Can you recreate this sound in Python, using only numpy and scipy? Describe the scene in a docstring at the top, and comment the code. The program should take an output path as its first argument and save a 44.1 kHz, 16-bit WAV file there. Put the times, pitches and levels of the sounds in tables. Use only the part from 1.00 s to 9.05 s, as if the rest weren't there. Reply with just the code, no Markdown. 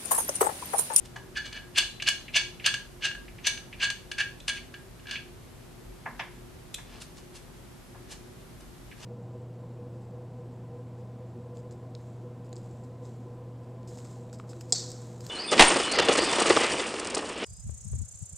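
"""A metal nut is spun off a threaded lamp socket in a sheet-metal housing, one finger flick at a time.
Uneven catches make its rasp, short rebounds its clicks, and both excite the modes of the housing; the thread chirps
and the hardest flicks leave the nut singing. Two clear knocks and some faint ones excite the bench, the nut clinks
at a tap and as it is set down, and fingers rub on the socket. Filtered noise makes the small room's echoes and
the humming ventilation."""
import sys
import numpy as np
from scipy import signal
from scipy.fft import rfft, irfft, next_fast_len
from scipy.io import wavfile

SR = 44100
rng = np.random.default_rng(int(sys.argv[2]) if len(sys.argv) > 2 else 0)


def master(y):
    """Save y as 16-bit WAV."""
    cut = np.clip(np.atleast_2d(y).T, -1, 1)
    pcm = np.round(cut * 32767)  # scale
    wavfile.write(sys.argv[1], SR, pcm.astype(np.int16))


N = 355005
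TIME = np.arange(N) / SR
MEDIUM_DB = -30  # force level at which click brightness and chirp pitch take their stated values


def from_db(db):
    """Level law: decibels to amplitude gain."""
    return 10 ** (np.asarray(db) / 20)


def unit(x):
    """Energy normalization: scale each channel to an energy of one."""
    return x / np.sqrt(np.sum(x ** 2, axis=-1, keepdims=True) + 1e-20)


def at_hz(points, hz):
    """Spectral interpolation: read a table on a log-frequency axis."""
    points = np.array(points)
    return np.interp(np.log(hz), np.log(points[:, 0]), points[:, 1])


def through(x, response):
    """Linear superposition: convolve a sound with an impulse response."""
    return signal.fftconvolve(np.atleast_2d(x), np.atleast_2d(response), axes=-1)[:, :N]


def lowpass(x, hz, order=1):
    """Treble loss: attenuate what lies above a cutoff."""
    return signal.sosfilt(signal.butter(order, min(hz, .45 * SR), fs=SR, output="sos"), x)


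def tilt_at(x, hz, db, q):
    """Resonant filtering: raise or lower the band around one frequency."""
    resonance = signal.iirpeak(min(hz, .45 * SR), q, fs=SR)
    return x + (from_db(db) - 1) * signal.lfilter(*resonance, x)


def add(track, s, burst, bright_hz, wall_db=0, order=2):
    """Contact filtering: soft contact loses treble, a sideways push drives the main mode of the housing wall."""
    contact = lowpass(burst, bright_hz, order)
    contact = tilt_at(contact, 1550, wall_db, q=4.8)
    start = max(round(s * SR), 0)
    track[start:start + len(contact)] += contact[:max(N - start, 0)]


def body(spectrum, modes=(), size=32768):
    """Modal response: the minimum-phase ring of named resonances over a bed of dense modes."""
    hz = np.maximum(np.arange(size // 2 + 1) * SR / size, 1)
    power = from_db(at_hz(spectrum, hz)) ** 2
    for centre, width, db in modes:
        resonance = 1 / (1 + (2 * (hz - centre) / width) ** 2)
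        skirt = 1 / (1 + (10 * np.log(hz / centre)) ** 2)
        power = power + from_db(db) ** 2 * resonance * skirt
    # keeping one side of the cepstrum makes the response causal
    cepstrum = irfft(np.log(power))[:size // 2]
    cepstrum[0] /= 2
    return unit(irfft(np.exp(rfft(cepstrum, size))))


def rebounds(hold_s, t60, count=3):
    """Repeated impact: a colourless cluster that builds, holds briefly and decays exponentially."""
    t = TIME[:SR // 8]
    build = np.minimum(3 * (t + 1 / SR) / hold_s, 1)
    fade = build * from_db(-60 * np.maximum(t - hold_s, 0) / t60)
    cluster = rng.standard_normal(len(t)) * fade
    for _ in range(count):
        # flatten the spectrum, then restore the fade
        phase = np.angle(rfft(cluster, 2 * len(t)))
        cluster = irfft(np.exp(1j * phase))[:len(t)] * np.sqrt(np.sqrt(fade))
    return unit(cluster)


def blows(rows, hold_s, bounce_t60, contact_s, order=2):
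    """Impact excitation: the force of single blows, each a quick cluster of rebounds."""
    force = np.zeros(N)
    for s, db, *colour in rows:
        burst = from_db(db) * np.sqrt(contact_s * SR) * rebounds(hold_s, bounce_t60)
        add(force, s, burst, *colour, order=order)
    return force


def grains(catches, low_hz, high_hz, q, count=10):
    """Damped resonance: each catch rings for a few cycles at one of several pitches."""
    dealt = rng.integers(0, count, len(catches))
    total = np.zeros(len(catches))
    for k, hz in enumerate(np.geomspace(low_hz, min(high_hz, .45 * SR), count)):
        total += signal.lfilter(*signal.iirpeak(hz, q, fs=SR), catches * (dealt == k)) / np.sqrt(hz)
    return total


def slides(rows, catches_per_s, spread_db, grain_db, light_hz):
    """Sliding friction: uneven catches swell and fade by 20 dB in the rise and fall times, light contact duller."""
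    force = np.zeros(N)
    for s, db, rise, fall, *colour in rows:
        t = TIME[:SR // 2] - min(s, 1 / 4)  # zero at the peak
        swell = from_db(-20 * np.where(t < 0, np.abs(t / rise) ** 1.61, t / fall))
        chance, sign = rng.random((2, len(t)))
        sizes = from_db(spread_db * np.clip(rng.standard_normal(len(t)), -2, 2))
        catches = (chance < catches_per_s / SR) * np.sign(sign - .5) * sizes
        ringing = grains(rng.permutation(catches), low_hz=2050, high_hz=9400, q=4.9)
        rasp = unit(catches) + from_db(grain_db) * unit(ringing)
        dull = lowpass(rasp, light_hz)
        rasp = dull + swell * (rasp - dull)
        burst = from_db(db) * unit(rasp * swell) * np.linalg.norm(swell)
        add(force, s + t[0], burst, *colour)
    return force


# spectral density of the ventilation's rush: pitch_hz, level_db (relative, per Hz)
AIR_SPECTRUM = [(20, -31), (45, -11.5), (65, -4.5), (150, -4.5), (210, -9), (440, -15), (1000, -21),
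                (2500, -27), (5700, -31.5), (12700, -33.5), (15000, -52)]
# fan and duct tones: pitch_hz, width_hz (at half amplitude), level_db (before the hum trim)
FAN_TONES = [(44, 12, -55.5), (121.9, 5.2, -58), (241.9, 5.3, -62.5), (356.1, 8.1, -60.5),
             (385.5, 4.4, -64.5)]
# left-right coherence of the ventilation: pitch_hz, likeness (0 to 1)
AIR_COHERENCE = [(50, 0.97), (150, 0.54), (400, 0.31), (6000, 0.19)]


def ventilation(air_db, hum_db, left_db):
    """Stationary noise: a steady rush of air with narrow, wavering fan tones."""
    half = next_fast_len(N // 2 + 1)
    hz = np.maximum(np.arange(half + 1) * SR / (2 * half), 1)
    power = from_db(air_db) ** 2 * unit(from_db(at_hz(AIR_SPECTRUM, hz))) ** 2
    for centre, width, db in FAN_TONES:
        tone = unit(1 / (1 + ((hz - centre) / width * 2) ** 2))
        power = power + (from_db(db + hum_db) * tone) ** 2
    alike = np.clip(at_hz(AIR_COHERENCE, hz), 0, 1)
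    mid, side = rfft(rng.standard_normal((2, 2 * half)))
    both = mid + np.sqrt((1 - alike) / (1 + alike)) * side * [[1], [-1]]
    balance = from_db(np.array([[1], [-1]]) * left_db)
    return irfft(both * np.sqrt(power * half))[:, :N] * balance


ROOM_T60_S = 0.35


def room(x, early_db, tail_db, early_t60, wall_hz, side_db):
    """Reverberation: direct sound, near reflections from the bench and a duller exponential tail."""
    t = TIME[:SR]
    near, far = rng.standard_normal((2, 2, len(t)))
    near = unit(near * from_db(-60 * t / early_t60))
    far = unit(far * from_db(-60 * t / ROOM_T60_S) * np.minimum(t / .012, 1))  # 12 ms onset
    far = lowpass(far, wall_hz)
    mid, side = from_db(early_db) * near + from_db(tail_db) * far
    # echoes differ between the microphone ports mostly in the treble
    treble = signal.butter(1, 5000, "high", fs=SR, output="sos")
    side = from_db(side_db) * signal.sosfilt(treble, side)
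    return x + through(x, [mid + side, mid - side])


def ports(x, spacing_s, widest_rad, size=1024):
    """Phase difference: each frequency reaches two close microphone ports from its own direction."""
    hz = np.arange(size // 2 + 1) * SR / size
    direction = np.sin(2 * np.pi * np.cumsum(rng.random(len(hz))) / 10)
    # the phase lead grows with frequency up to its limit, so the treble spreads most
    lead = np.exp(1j * np.minimum(np.pi * hz * spacing_s, widest_rad) * direction * [[1], [-1]])
    response = np.roll(irfft(lead), size // 2, axis=1)
    return signal.fftconvolve(x, response, axes=-1)[:, size // 2:size // 2 + N]


# dull knocks on the bench: start_s, level_db (of force), brightness_hz (of contact)
KNOCKS = [(.157, -38.5, 1480), (5.056, -29, 1850), (5.192, -30, 4300), (5.781, -46, 6000),
          (6.944, -45, 1400)]
# dense modes of the bench: pitch_hz, level_db (relative)
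BENCH_SPECTRUM = [(150, -53), (450, -11), (750, -2), (1000, -2.5), (1200, -5), (1750, -6.5), (2500, -4.5),
                  (3600, -6.5), (4200, -19), (5200, -8), (14000, -16)]
# named modes of the bench: pitch_hz, width_hz, level_db (relative)
BENCH_MODES = [(990, 120, 3.5), (1700, 240, 2.5), (2100, 330, 0.5)]


def bench_knocks():
    """Impact on a damped plate: dull blows excite the modes of the bench."""
    force = blows(KNOCKS, hold_s=0.0075, bounce_t60=0.044, contact_s=0.0053, order=4)
    return through(force, body(BENCH_SPECTRUM, BENCH_MODES))


# the nut struck by itself, at a tap and as it touches down: start_s, level_db (of force), brightness_hz (of contact)
CLINKS = [(3.400, -43.5, 6000), (5.741, -31, 14000)]
# dense modes of the nut: pitch_hz, level_db (relative)
NUT_SPECTRUM = [(500, -57), (1500, -20), (2500, -13), (4800, -15), (6200, -9), (9300, -13), (14000, -19)]
# named modes of the nut: pitch_hz, width_hz, level_db (relative)
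NUT_MODES = [(2530, 83, -2.5), (3410, 290, 1), (3590, 12, 8.5), (3960, 67, 3), (7650, 120, 0),
             (9300, 160, -4)]


def nut_clinks():
    """Free modal ringing: blows excite the nut's own resonances."""
    force = blows(CLINKS, hold_s=0.0057, bounce_t60=0.027, contact_s=0.0064)
    return through(force, body(NUT_SPECTRUM, NUT_MODES))


# skin sliding on metal: peak_s, level_db (of force), rise_s
RUBS = [(0.058, -48, 0.017), (5.958, -46.5, 0.13), (6.022, -41.5, 0.023), (6.185, -51.5, 0.042),
        (6.365, -46.5, 0.03), (7.125, -41, 0.034), (7.607, -53, 0.0054), (8.045, -44.5, 0.074)]
# a quick rub is brighter and ends sooner
RUB_HZ, RUB_DULLING_OCTAVES_PER_S = 12700, 15
RUB_FALL_S, RUB_FALL_PER_RISE = 0.011, 0.62


def rubs():
    """Fine friction: skin catches on the metal; slow rubs are dull and linger."""
    rows = []
    for s, db, rise in RUBS:
        fall = RUB_FALL_S + RUB_FALL_PER_RISE * rise
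        bright_hz = RUB_HZ * 2 ** (-RUB_DULLING_OCTAVES_PER_S * rise)
        rows.append((s, db, rise, fall, bright_hz))
    return slides(rows, catches_per_s=5000, spread_db=4, grain_db=-16.5, light_hz=12100)


# response of the rubbing skin: pitch_hz, level_db (relative)
SKIN_SPECTRUM = [(200, -20), (900, 1.5), (2000, -5.5), (4700, -1), (9500, 0.5), (12000, -5), (15000, -35)]


def rubbing_fingers(skin):
    """Damped radiation: the rubbing force sounds through the broad response of skin."""
    return from_db(-1.5) * through(skin, body(SKIN_SPECTRUM))


# the hardest flicks leave the nut singing: start_s, level_db
SINGS = [(0.786, -45), (1.088, -53), (1.367, -54)]
# the modes that sing on: pitch_hz, level_db (relative to the singing), t60_s
SING_MODES = [(3430, -1, .3), (3550, -5, .5), (4020, 0.5, 1.1), (4506, -2, 0.27)]


def singing():
    """Light damping: modes decay exponentially while the finger is clear of the nut."""
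    out, t = np.zeros(N), TIME[:SR]
    for s, db in SINGS:
        ring = np.zeros(len(t))
        for hz, mode_db, t60 in SING_MODES:
            decay = np.exp(-np.log(1000) * t / t60)
            ring += from_db(db + mode_db) * decay * np.sin(2 * np.pi * hz * t)
        add(out, s, ring, bright_hz=SR)
    return out


# the thread chirps as the finger takes a new grip: start_s, level_db
CHIRPS = [(.998, -35.5), (1.279, -40), (1.597, -40.5), (2.279, -46.5), (2.382, -46.5), (2.726, -40),
          (3.569, -40), (4.153, -31.5), (7.912, -46)]
# each flick also chirps as it breaks loose (dB against the flick); pitch rises with force
BREAKAWAY_DB, CHIRP_HZ, CHIRP_HZ_PER_DB = -8.5, 2620, 26


def chirps(length_s, width_hz):
    """Stick-slip: brief squeaks, each around one pitch, at a new grip and at the start of every flick."""
    out = np.zeros(N)
    breakaways = [(s - run_up, db + BREAKAWAY_DB) for s, db, run_up, *_ in FLICKS]
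    for s, db in list(CHIRPS) + breakaways:
        hz = CHIRP_HZ + CHIRP_HZ_PER_DB * (db - MEDIUM_DB)
        peak = signal.iirpeak(hz, hz / width_hz, fs=SR)
        squeak = signal.lfilter(*peak, rebounds(length_s, t60=0.12))
        squeak = signal.lfilter(*peak, squeak)
        add(out, s, from_db(db) * np.sqrt(length_s * SR) * unit(squeak), bright_hz=SR)
    return out


# the nut knocking against the thread: start_s, level_db (of force), wall_push_db
CLICKS = [(.157, -44.5, 13), (0.526, -32.5, -14), (.779, -15.5, -14), (1.021, -26, -3), (1.085, -16.5, 2),
          (1.365, -19, -4), (1.394, -34, 9), (1.66, -16, -7), (1.674, -26.5, 14.5), (1.739, -24.5, 7),
          (2.111, -40.5, 18), (2.148, -40.5, 14), (2.467, -16, -19), (2.573, -34.5, 2.5), (2.9, -23.5, -4),
          (3.114, -28.5, 4.5), (3.182, -28.5, 7), (3.479, -22.5, -2), (3.488, -24, -10), (3.739, -37.5, 10),
          (3.994, -45.5, -8), (4.054, -48, 13.5), (4.068, -37.5, 2), (4.082, -39, 10), (4.092, -35, 6.5),
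          (4.109, -27.5, -12), (7.92, -50.5, 11)]
CLICK_HZ, CLICK_OCTAVES_PER_DB = 5600, 0.075  # brightness at the medium level, and its rise with force


def clicks():
    """Contact stiffness: the nut knocks against its play, and a harder contact is brighter."""
    rows = []
    for s, db, wall_db in CLICKS:
        bright_hz = CLICK_HZ * 2 ** (CLICK_OCTAVES_PER_DB * (db - MEDIUM_DB))
        rows.append((s, db, bright_hz, wall_db))
    return blows(rows, hold_s=0.0046, bounce_t60=0.048, contact_s=0.0038)


# the finger flicks the nut round: peak_s, level_db (of force), run_up_s, wall_push_db, brightness_hz (of contact)
FLICKS = [(0.164, -44, 0.0052, 8, 7000), (.376, -34, 0.022, 14, 6500), (.572, -40.5, 0.051, 6.5, 4180),
          (.787, -21.5, 0.029, 1, 10400), (1.08, -21.5, 0.018, 1, 7650), (1.367, -20, .026, -4, 7240),
          (1.67, -23, 0.028, -1, 5960), (2.058, -26.5, 0.037, 4.5, 6840), (2.474, -26, 0.03, -1.5, 6700),
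          (2.842, -25.5, 0.041, 7, 6570), (3.207, -29, 0.029, 10.5, 5800), (3.498, -30.5, 0.021, 5.5, 6760),
          (4.145, -40.5, 0.077, 8.5, 5600)]
# some flicks leave the nut coasting into a second, weaker rasp: peak_s, level_db (of force)
COASTS = [(.465, -40.5), (.828, -36), (1.416, -42), (3.573, -43)]
# after its peak a flick dies away, more slowly after a long run-up
FLICK_FALL_S, FALL_PER_RUN_UP = 0.026, 0.34
COAST_RISE_S, COAST_FALL_S, COAST_HZ = 0.042, 0.044, 6500


def flicks():
    """Driven friction: each flick runs the nut up along the thread; sometimes it coasts on."""
    driven = []
    for s, db, run_up, wall_db, bright_hz in FLICKS:
        fall = FLICK_FALL_S + FALL_PER_RUN_UP * run_up
        driven.append((s, db, run_up, fall, bright_hz, wall_db))
    coasting = [(s, db, COAST_RISE_S, COAST_FALL_S, COAST_HZ) for s, db in COASTS]
    return slides(driven + coasting, catches_per_s=2400, spread_db=2.5, grain_db=-8.5, light_hz=6500)


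# two resonances raised or lowered at each new grip: start_s, first_hz, first_db, second_hz, second_db
GRIPS = [(.1, 1740, 3, 2740, -13), (.68, 3450, 0, 6100, -5), (.96, 2880, 2.5, 8450, -4),
         (1.25, 2220, 3, 8500, -3), (1.57, 2870, 2.5, 2320, -5), (2.25, 6060, 6.5, 3800, 1),
         (2.7, 2660, -2, 5170, -6), (3.05, 9600, 7.5, 7800, -4), (3.88, 3040, -1, 7400, -3)]


def gripped(force, q):
    """Contact-point coupling: every grip moves the contact and so raises or lowers two resonances of the force."""
    out = np.zeros(N)  # silent before the first grip
    edges = [max(round(row[0] * SR), 0) for row in GRIPS] + [N]
    for (_, first_hz, first_db, second_hz, second_db), a, b in zip(GRIPS, edges, edges[1:]):
        once = tilt_at(force[a:b], first_hz, first_db, q)
        out[a:b] = tilt_at(once, second_hz, second_db, q)
    return out


# dense weaker modes of the housing: pitch_hz, level_db (relative)
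HOUSING_SPECTRUM = [(480, -33), (1000, -19), (2050, -17), (3000, -12), (3550, -8), (3920, -13), (4400, -8),
                    (5250, -13.5), (5900, -13), (7800, -16), (10000, -17.5), (14000, -30)]
# named modes of the housing with socket and nut: pitch_hz, width_hz, level_db (relative)
HOUSING_MODES = [(651, 58, -16), (1632, 32, 4), (1703, 30, -2), (1770, 60, -9), (2277, 32, -1),
                 (2345, 40, -6), (2574, 85, -6), (2725, 24, 0), (2810, 110, -1), (2954, 52, .5),
                 (3013, 26, -5), (3193, 27, -9), (3392, 26, 1), (3570, 30, -6), (4252, 80, -4),
                 (4472, 45, -3), (4512, 8, -6), (6080, 6, -7), (6270, 130, -6), (7400, 40, -7),
                 (8390, 40, -6), (9620, 60, -13)]


def ringing_housing(thread, skin, squeaks):
    """Forced modal vibration: thread forces ring the sheet metal; rubs and chirps stir it faintly."""
    force = from_db(.5) * thread + from_db(-14) * (skin + squeaks)
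    return through(force, body(HOUSING_SPECTRUM, HOUSING_MODES))


def scene():
    """Superposition: work on the housing, the knocks and clinks on the bench, the room behind."""
    thread = gripped(flicks() + clicks(), q=13.7)
    skin = rubs()
    squeaks = chirps(length_s=0.0043, width_hz=1120)
    housing = ringing_housing(thread, skin, squeaks)
    nut = squeaks + singing()
    work = housing + nut + rubbing_fingers(skin) + nut_clinks()
    near = room(work, early_db=-17.5, tail_db=-8.0, early_t60=0.078, wall_hz=10600, side_db=2.0)
    far = room(bench_knocks(), early_db=2, tail_db=-0.5, early_t60=0.096, wall_hz=4970, side_db=0.0)
    background = ventilation(air_db=-51, hum_db=-0.5, left_db=0.17)
    return ports(near + far, spacing_s=.000028, widest_rad=1.0) + background


CUTOFF_HZ = 14600


def record(dry):
    """Band limiting: an elliptic low-pass cuts the top steeply."""
    return signal.sosfilt(signal.ellip(10, .1, 80, CUTOFF_HZ, fs=SR, output="sos"), dry)


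dry = scene()
out = record(dry)
master(out)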